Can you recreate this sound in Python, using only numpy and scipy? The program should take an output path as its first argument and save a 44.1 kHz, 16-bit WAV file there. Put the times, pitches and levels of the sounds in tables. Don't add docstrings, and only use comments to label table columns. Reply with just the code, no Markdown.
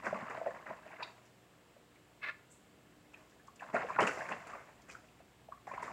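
import sys
import numpy as np
from scipy import signal
from scipy.fft import rfft, irfft
from scipy.io import wavfile

SR = 44100
rng = np.random.default_rng(int(sys.argv[2]) if len(sys.argv) > 2 else 0)


def generate_wav(sig):
    pcm = np.round(np.clip(np.atleast_2d(sig).T, -1, 1) * 32767).astype(np.int16)
    wavfile.write(sys.argv[1], SR, pcm)


N = 261072

# (f/Hz, level/dB per Hz)
HUSH_COLOUR = [(15, -42), (25, -17), (113, -3), (241, -3.5), (269, -7.5), (299, -1), (324, -9.5),
               (361, -1.5), (448, -6), (486, -6), (1980, -16.5), (2200, -18.5), (2810, -15), (7420, -30),
               (15800, -30)]
# (t/s, level/dB)
RUMBLE_LEVEL = [(0, -65), (1.3, -120), (2.0, -83.5), (2.8, -69), (3.3, -74), (4.0, -67.5), (4.9, -69),
                (5.4, -73), (5.92, -67)]
# (f/Hz, level/dB per Hz)
RUMBLE_COLOUR = [(20, -22), (60, -6.5), (140, -4.5), (300, -8.5), (900, -43), (3000, -88)]
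# (f/Hz, rms level/dB)
HUM_TONES = [(60, -82), (120, -77), (180, -82), (240, -84.5), (300, -78.5), (360, -99), (480, -83),
             (720, -83.5)]
# (t/s, water level/dB, spray level/dB, wake level/dB, rise/s, t60/s)
PAW_STROKES = [(0.03, -36, -58, -45, 0.042, 0.067), (.124, -53, -83, -46.5, 0.0048, 0.13),
               (0.184, -46, -80, -58.5, 0.011, .16), (0.297, -42, -66, -47.5, 0.0025, 0.25),
               (0.448, -52, -84, -48, .015, .2), (0.658, -46.5, -84, -54, 0.0053, 0.26),
               (0.695, -42.5, -76, -70, 0.004, 0.087), (0.854, -53.5, -84, -54, 0.0036, 0.1),
               (.975, -46.5, -89, -56, 0.033, .1), (1.022, -51.5, -66, -72.5, 0.0043, 0.22),
               (3.134, -56.5, -70, -65, 0.0015, 0.11), (3.596, -63, -66.5, -52.5, 0.011, 0.07),
               (3.728, -33.5, -59.5, -40.5, 0.029, 0.16), (3.87, -48, -67, -46, 0.022, 0.22),
               (3.986, -25.5, -62.5, -58, .008, 0.071), (3.997, -29, -48.5, -54, 0.0088, 0.43),
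               (4.065, -34, -46, -60, 0.0063, 0.16), (4.172, -40.5, -78, -42.5, 0.0038, 0.051),
               (4.28, -41, -60.5, -50.5, 0.014, .22), (4.467, -51, -60.5, -57.5, .004, 0.22),
               (4.527, -49.5, -76, -57.5, 0.012, 0.4), (4.67, -59, -89, -70, 0.021, 0.13),
               (4.879, -55, -61.5, -63, 0.013, 0.33), (5.669, -50.5, -64, -50, 0.0016, 0.12),
               (5.729, -42.5, -72, -51, 0.011, 0.095), (5.818, -44.5, -57.5, -50.5, 0.014, 0.25)]
# (t/s, level/dB)
SPRAY_FLICKS = [(1.253, -66.5), (3.295, -66), (3.467, -65.5), (3.556, -63), (4.814, -66.5), (4.909, -54.5)]
# (f/Hz, level/dB per Hz)
GURGLE_COLOUR = [(59, -61), (100, 0.5), (189, -4.5), (320, -8), (576, -6.5), (615, 5.5), (799, -2),
                 (1060, 3), (1290, -3), (2000, -3), (2430, -11.5), (2640, -10), (3320, -27.5), (5000, -16),
                 (6500, -81), (11000, -120)]
# (f/Hz, level/dB per Hz)
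WATER_COLOUR = [(50, -77), (100, -33), (180, -7.5), (400, 2.5), (560, 6.5), (800, 1), (1300, 4), (2000, 2),
                (2700, -7.5), (3200, -58), (3700, -51), (5000, -89), (7000, -82)]
# (f/Hz, level/dB per Hz)
DROP_COLOUR = [(2500, -2), (3950, -9.5), (4900, -2.5), (6200, -3.5), (7300, 0.5), (8800, -12),
               (10300, -14.5), (11200, -21.5), (15500, -22)]
# (t/s, level/dB, starting f/Hz)
AIR_POCKETS = [(.066, -25.5, 1583), (.128, -24, 590), (.157, -31.5, 1100), (.226, -38, 213),
               (.282, -31, 1204), (.377, -30.5, 644), (.414, -26.5, 634), (.462, -23, 645),
               (.469, -23.5, 592), (.482, -29, 523), (.667, -40.5, 1840), (.704, -30.5, 960),
               (.709, -32, 632), (.905, -46, 860), (.966, -41.5, 2060), (1.024, -31, 953),
               (1.028, -31, 2550), (1.0297, -32.5, 4580), (1.031, -33, 3730), (1.765, -50.5, 574),
               (1.959, -47.5, 2190), (3.143, -39, 2530), (3.398, -51.5, 1690), (3.482, -40, 1070),
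               (3.597, -40, 2510), (3.607, -40.5, 1690), (3.622, -36.5, 804), (3.743, -19.5, 640),
               (3.748, -25, 712), (3.764, -22.5, 1380), (3.845, -29.5, 492), (3.902, -27, 1025),
               (3.965, -30, 1410), (3.9865, -14, 966), (4.008, -21, 607), (4.009, -27, 2830),
               (4.024, -23, 414), (4.026, -30, 3000), (4.072, -21.5, 2570), (4.093, -23, 1454),
               (4.173, -33, 606), (4.188, -31, 710), (4.208, -30, 1680), (4.323, -31, 2620),
               (4.533, -34, 1127), (4.553, -36.5, 657), (4.899, -39.5, 2420), (4.95, -37, 1387),
               (5.086, -52.5, 2650), (5.203, -45, 670), (5.487, -41, 630), (5.522, -34.5, 1125),
               (5.675, -34.5, 746), (5.715, -29.5, 1007), (5.778, -28.5, 1050), (5.826, -27, 1004),
               (5.879, -30.5, 1095)]
# (t/s, level/dB)
CAVITIES = [(.065, -43), (.124, -42.5), (0.697, -51), (3.738, -41.5), (3.993, -34.5), (4.018, -37.5)]
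# (t/s, level/dB)
SNORT_LEVEL = [(2.204, -80), (2.226, -47.5), (2.239, -39), (2.255, -43.5), (2.275, -39.5), (2.290, -41),
               (2.302, -42.5), (2.312, -51), (2.339, -79)]
# (f/Hz, width/Hz, level/dB)
MUZZLE_RESONANCES = [(608, 42, -10), (1392, 17, 6.5), (1750, 90, 2), (1960, 31, -0.5), (2140, 150, 1.5),
                     (2610, 30, 5.5), (3050, 20, -17), (3450, 110, -24.5), (4200, 270, -23.5)]
# (f/Hz, level/dB per Hz)
RUSH_COLOUR = [(300, -22), (850, -16), (1200, -2.5), (2000, -13), (2700, -12), (3000, -12.5),
               (4200, -15.0), (5200, -23.5), (9000, -48)]

HUSH_DB = -66
BANK_T60_S, BANK_CUT_HZ, BANK_DB = 0.34, 6500, -9
LOW_CUT_HZ, CUTOFF_HZ = 40, 15800
WAKE_RISE_S, WAKE_T60_S = 0.022, 0.94
RIPPLE_DB = -77.5
FLICK_RISE_S, FLICK_T60_S = 0.0032, 0.1
DRIZZLE_RISE_S, DRIZZLE_T60_S = 0.051, 1.0
FOAM_SHARE = 0.056
PLOP_RING_S = 0.025
PLOP_CLOSE_S, PLOP_TONE_DB = 0.002, 3.5
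PLOP_GLIDE_PER_S = 3.3
SLOSH_DB, SLOSH_RISE_S, SLOSH_T60_S = -16, 0.0028, 0.07
STRAY_PER_S, STRAY_LOW_HZ, STRAY_HIGH_HZ = 50, 531, 2875
STRAY_DB, STRAY_SPREAD_DB = 5, 1
GULP_HZ = 204
SNORT_FLUTTER = 0.3
SWISH_S, SWISH_DB, SWISH_RISE_S, SWISH_T60_S = 2.495, -63.5, 0.023, 0.41


def from_db(db):
    return 10 ** (np.asarray(db) / 20)


def rms_one(x):
    return x / np.sqrt(np.mean(x ** 2) + 1e-20)


def level(rows):
    s, db = np.transpose(rows)
    return from_db(np.interp(np.arange(N) / SR, s, db))


def coloured(x, spectrum):
    hz, db = np.transpose(spectrum)
    bins = np.maximum(np.fft.rfftfreq(N, 1 / SR), 1)
    gain = from_db(np.interp(np.log(bins), np.log(hz), db))
    return rms_one(irfft(rfft(x) * gain, N))


def drift(rate):
    knots = rng.standard_normal(4000)
    return rms_one(np.interp(np.arange(N) / SR * rate, np.arange(len(knots)), knots))


def resonate(x, hz, width_hz):
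    r = np.exp(-np.pi * width_hz / SR)
    top = np.array([1, 0, -1]) * (1 - r * r) / 2
    bottom = [1, -2 * r * np.cos(2 * np.pi * hz / SR), r * r]
    return signal.lfilter(top, bottom, x)


def noise_band(length, hz, width_hz):
    return resonate(resonate(rng.standard_normal(length), hz, width_hz), hz, width_hz)


def add(out, s, sound):
    at = int(s * SR)
    out[at:at + len(sound)] += sound[:N - at]


def swell_and_fall(t, rise, t60):
    return np.minimum(t / rise, 1) * from_db(-60 * np.maximum(t - rise, 0) / t60)


def bursts(rows):
    power, t = np.zeros(N), np.arange(2 * SR) / SR
    for s, db, rise, t60 in rows:
        add(power, s, (from_db(db) * swell_and_fall(t, rise, t60)) ** 2)
    return np.sqrt(power)


def bubble_cloud(low_hz, high_hz, per_s, spread_db, damping, wash, count=24):
    strengths = from_db(spread_db * np.minimum(rng.exponential(1, N), 3.5)) * rng.choice([-1, 1], N)
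    clicks = strengths * (rng.random(N) < per_s / SR)
    dealt = rng.integers(0, count, N)
    air = rng.standard_normal(N)
    rings = np.zeros(N)
    for k, hz in enumerate(np.geomspace(low_hz, min(high_hz, 0.45 * SR), count)):
        rings += resonate(clicks * (dealt == k) + 1e-12 * air, hz, damping * hz)
    return rms_one(rings) + wash * air * np.sqrt(SR / 2 / high_hz)


def background(hiss_db=-81.5, hiss_hz=7600, hiss_width_hz=1800, hum_waver_db=3.0):
    t = np.arange(N) / SR
    hush = from_db(HUSH_DB) * coloured(rng.standard_normal(N), HUSH_COLOUR)
    rumble = level(RUMBLE_LEVEL) * coloured(rng.standard_normal(N), RUMBLE_COLOUR)
    hiss = from_db(hiss_db) * rms_one(noise_band(N, hiss_hz, hiss_width_hz))
    hum = np.zeros(N)
    for hz, db in HUM_TONES:
        gain = from_db(db + hum_waver_db * drift(4.2))
        hum += gain * np.sqrt(2) * np.sin(2 * np.pi * (hz * t + rng.random()))
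    return hush + rumble + hiss + hum


def bank(x):
    t = np.arange(SR // 2) / SR
    hits = rng.standard_normal(len(t)) * (rng.random(len(t)) < 1500 / SR) * (t > 0.005)
    echoes = hits * from_db(-60 * t / BANK_T60_S)
    dull = signal.butter(2, BANK_CUT_HZ, fs=SR, output="sos")
    echoes = signal.sosfilt(dull, echoes / np.linalg.norm(echoes))
    return from_db(BANK_DB) * signal.fftconvolve(x, echoes)[:N]


def swish(centre_hz=7600, width_hz=1700):
    air = rms_one(noise_band(N, centre_hz, width_hz))
    return bursts([(SWISH_S, SWISH_DB, SWISH_RISE_S, SWISH_T60_S)]) * air


def snort(rush_db=-6):
    jet = rng.standard_normal(N) * (1 + SNORT_FLUTTER * drift(220))
    hollow = np.zeros(N)
    for k, (hz, width, db) in enumerate(MUZZLE_RESONANCES):
        hollow += (-1) ** k * from_db(db) * resonate(jet, hz, width)
    hollow = rms_one(signal.sosfilt(signal.butter(2, 4200, fs=SR, output="sos"), hollow))
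    rush = coloured(jet, RUSH_COLOUR)
    return level(SNORT_LEVEL) * (hollow + from_db(rush_db) * rush)


def wake(opening_db=-49):
    opening = from_db(opening_db - 60 * np.arange(N) / SR / WAKE_T60_S)
    stirred = bursts([(s, db, WAKE_RISE_S, WAKE_T60_S) for s, _, _, db, _, _ in PAW_STROKES])
    return np.sqrt(opening ** 2 + stirred ** 2 + from_db(RIPPLE_DB) ** 2)


def drizzle(stir, drizzle_db=-12.0, foam_db=-83):
    fizz = bubble_cloud(1920, 13900, per_s=2200, spread_db=0.0, damping=0.097, wash=1.0)
    falling = bursts([(s, db + drizzle_db, DRIZZLE_RISE_S, DRIZZLE_T60_S)
                      for s, _, db, _, _, _ in PAW_STROKES])
    strength = np.hypot(falling, FOAM_SHARE * stir) + from_db(foam_db)
    return strength * coloured(fizz, DROP_COLOUR)


def churn(stir, churn_db=-0.5, surge_db=3.5):
    gurgle = bubble_cloud(143.0, 3755, per_s=1300, spread_db=0.5, damping=0.11, wash=0.15, count=36)
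    surges = from_db(churn_db + surge_db * drift(60))
    return surges * stir * coloured(gurgle, GURGLE_COLOUR)


def stray_plops(stir, count=360):
    gap, size, pitch = rng.random((count, 3)).T
    times = np.cumsum(2 * gap) / STRAY_PER_S
    rows = []
    for s, a, b in zip(times, size, pitch):
        if s * SR < N:
            wake_db = 20 * np.log10(stir[int(s * SR)])
            db = wake_db + STRAY_DB + STRAY_SPREAD_DB * np.sqrt(3) * (2 * a - 1)
            rows.append((s, db, STRAY_LOW_HZ * (STRAY_HIGH_HZ / STRAY_LOW_HZ) ** b))
    return rows


def plops(rows, slosh_width=0.36, lead=0.02):
    out, t = np.zeros(N), np.arange(SR // 8) / SR - lead
    age = np.maximum(t, 0)
    for s, db, hz in rows:
        t60 = PLOP_RING_S * (hz / 1000) ** -0.35
        envelope = (1 - np.exp(-(age / PLOP_CLOSE_S) ** 2)) * from_db(PLOP_TONE_DB - 60 * age / t60)
        tone = envelope * np.sin(2 * np.pi * hz * (age + PLOP_GLIDE_PER_S * age ** 2 / 2))
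        water = rms_one(noise_band(len(t), hz, slosh_width * np.sqrt(hz * 1000)))
        build_up = np.exp(np.minimum(t, 0) / SLOSH_RISE_S)
        slosh = water * build_up * from_db(SLOSH_DB - 60 * age / SLOSH_T60_S)
        add(out, max(s - lead, 0), from_db(db) * (tone + slosh))
    return out


def gulps(rise_s=0.0039, t60=0.15, width=0.34):
    out, t = np.zeros(N), np.arange(SR // 4) / SR
    shape = swell_and_fall(t, rise_s, t60)
    for s, db in CAVITIES:
        boom = noise_band(2 * len(t), GULP_HZ, width * GULP_HZ)[len(t):]
        add(out, s, from_db(db) * shape * rms_one(boom))
    return out


def splashes():
    water = bursts([(s, db, rise, t60) for s, db, _, _, rise, t60 in PAW_STROKES])
    thrown = [(s, db, rise, t60) for s, _, db, _, rise, t60 in PAW_STROKES]
    flicked = [(s, db, FLICK_RISE_S, FLICK_T60_S) for s, db in SPRAY_FLICKS]
    spray = bursts(thrown + flicked)
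    bubbles = bubble_cloud(114.5, 3840, per_s=4200, spread_db=3.0, damping=0.2, wash=0.3, count=32)
    drops = bubble_cloud(2250, 10700, per_s=4600, spread_db=8.5, damping=0.13, wash=0.78)
    return water * coloured(bubbles, WATER_COLOUR) + spray * coloured(drops, DROP_COLOUR)


def scene(snort_echo=0.66):
    stir = wake()
    water = gulps() + splashes() + churn(stir)
    nose = snort()
    no_echo = drizzle(stir) + swish() + background()
    water = water + plops(AIR_POCKETS + stray_plops(stir))
    echo = bank(water + snort_echo * nose)
    return (water + nose + echo + no_echo)[None]


def record(dry):
    dry = signal.sosfilt(signal.butter(2, LOW_CUT_HZ, "high", fs=SR, output="sos"), dry)
    return signal.sosfilt(signal.ellip(10, 0.1, 70, CUTOFF_HZ, fs=SR, output="sos"), dry)


dry = scene()
out = record(dry)
generate_wav(out)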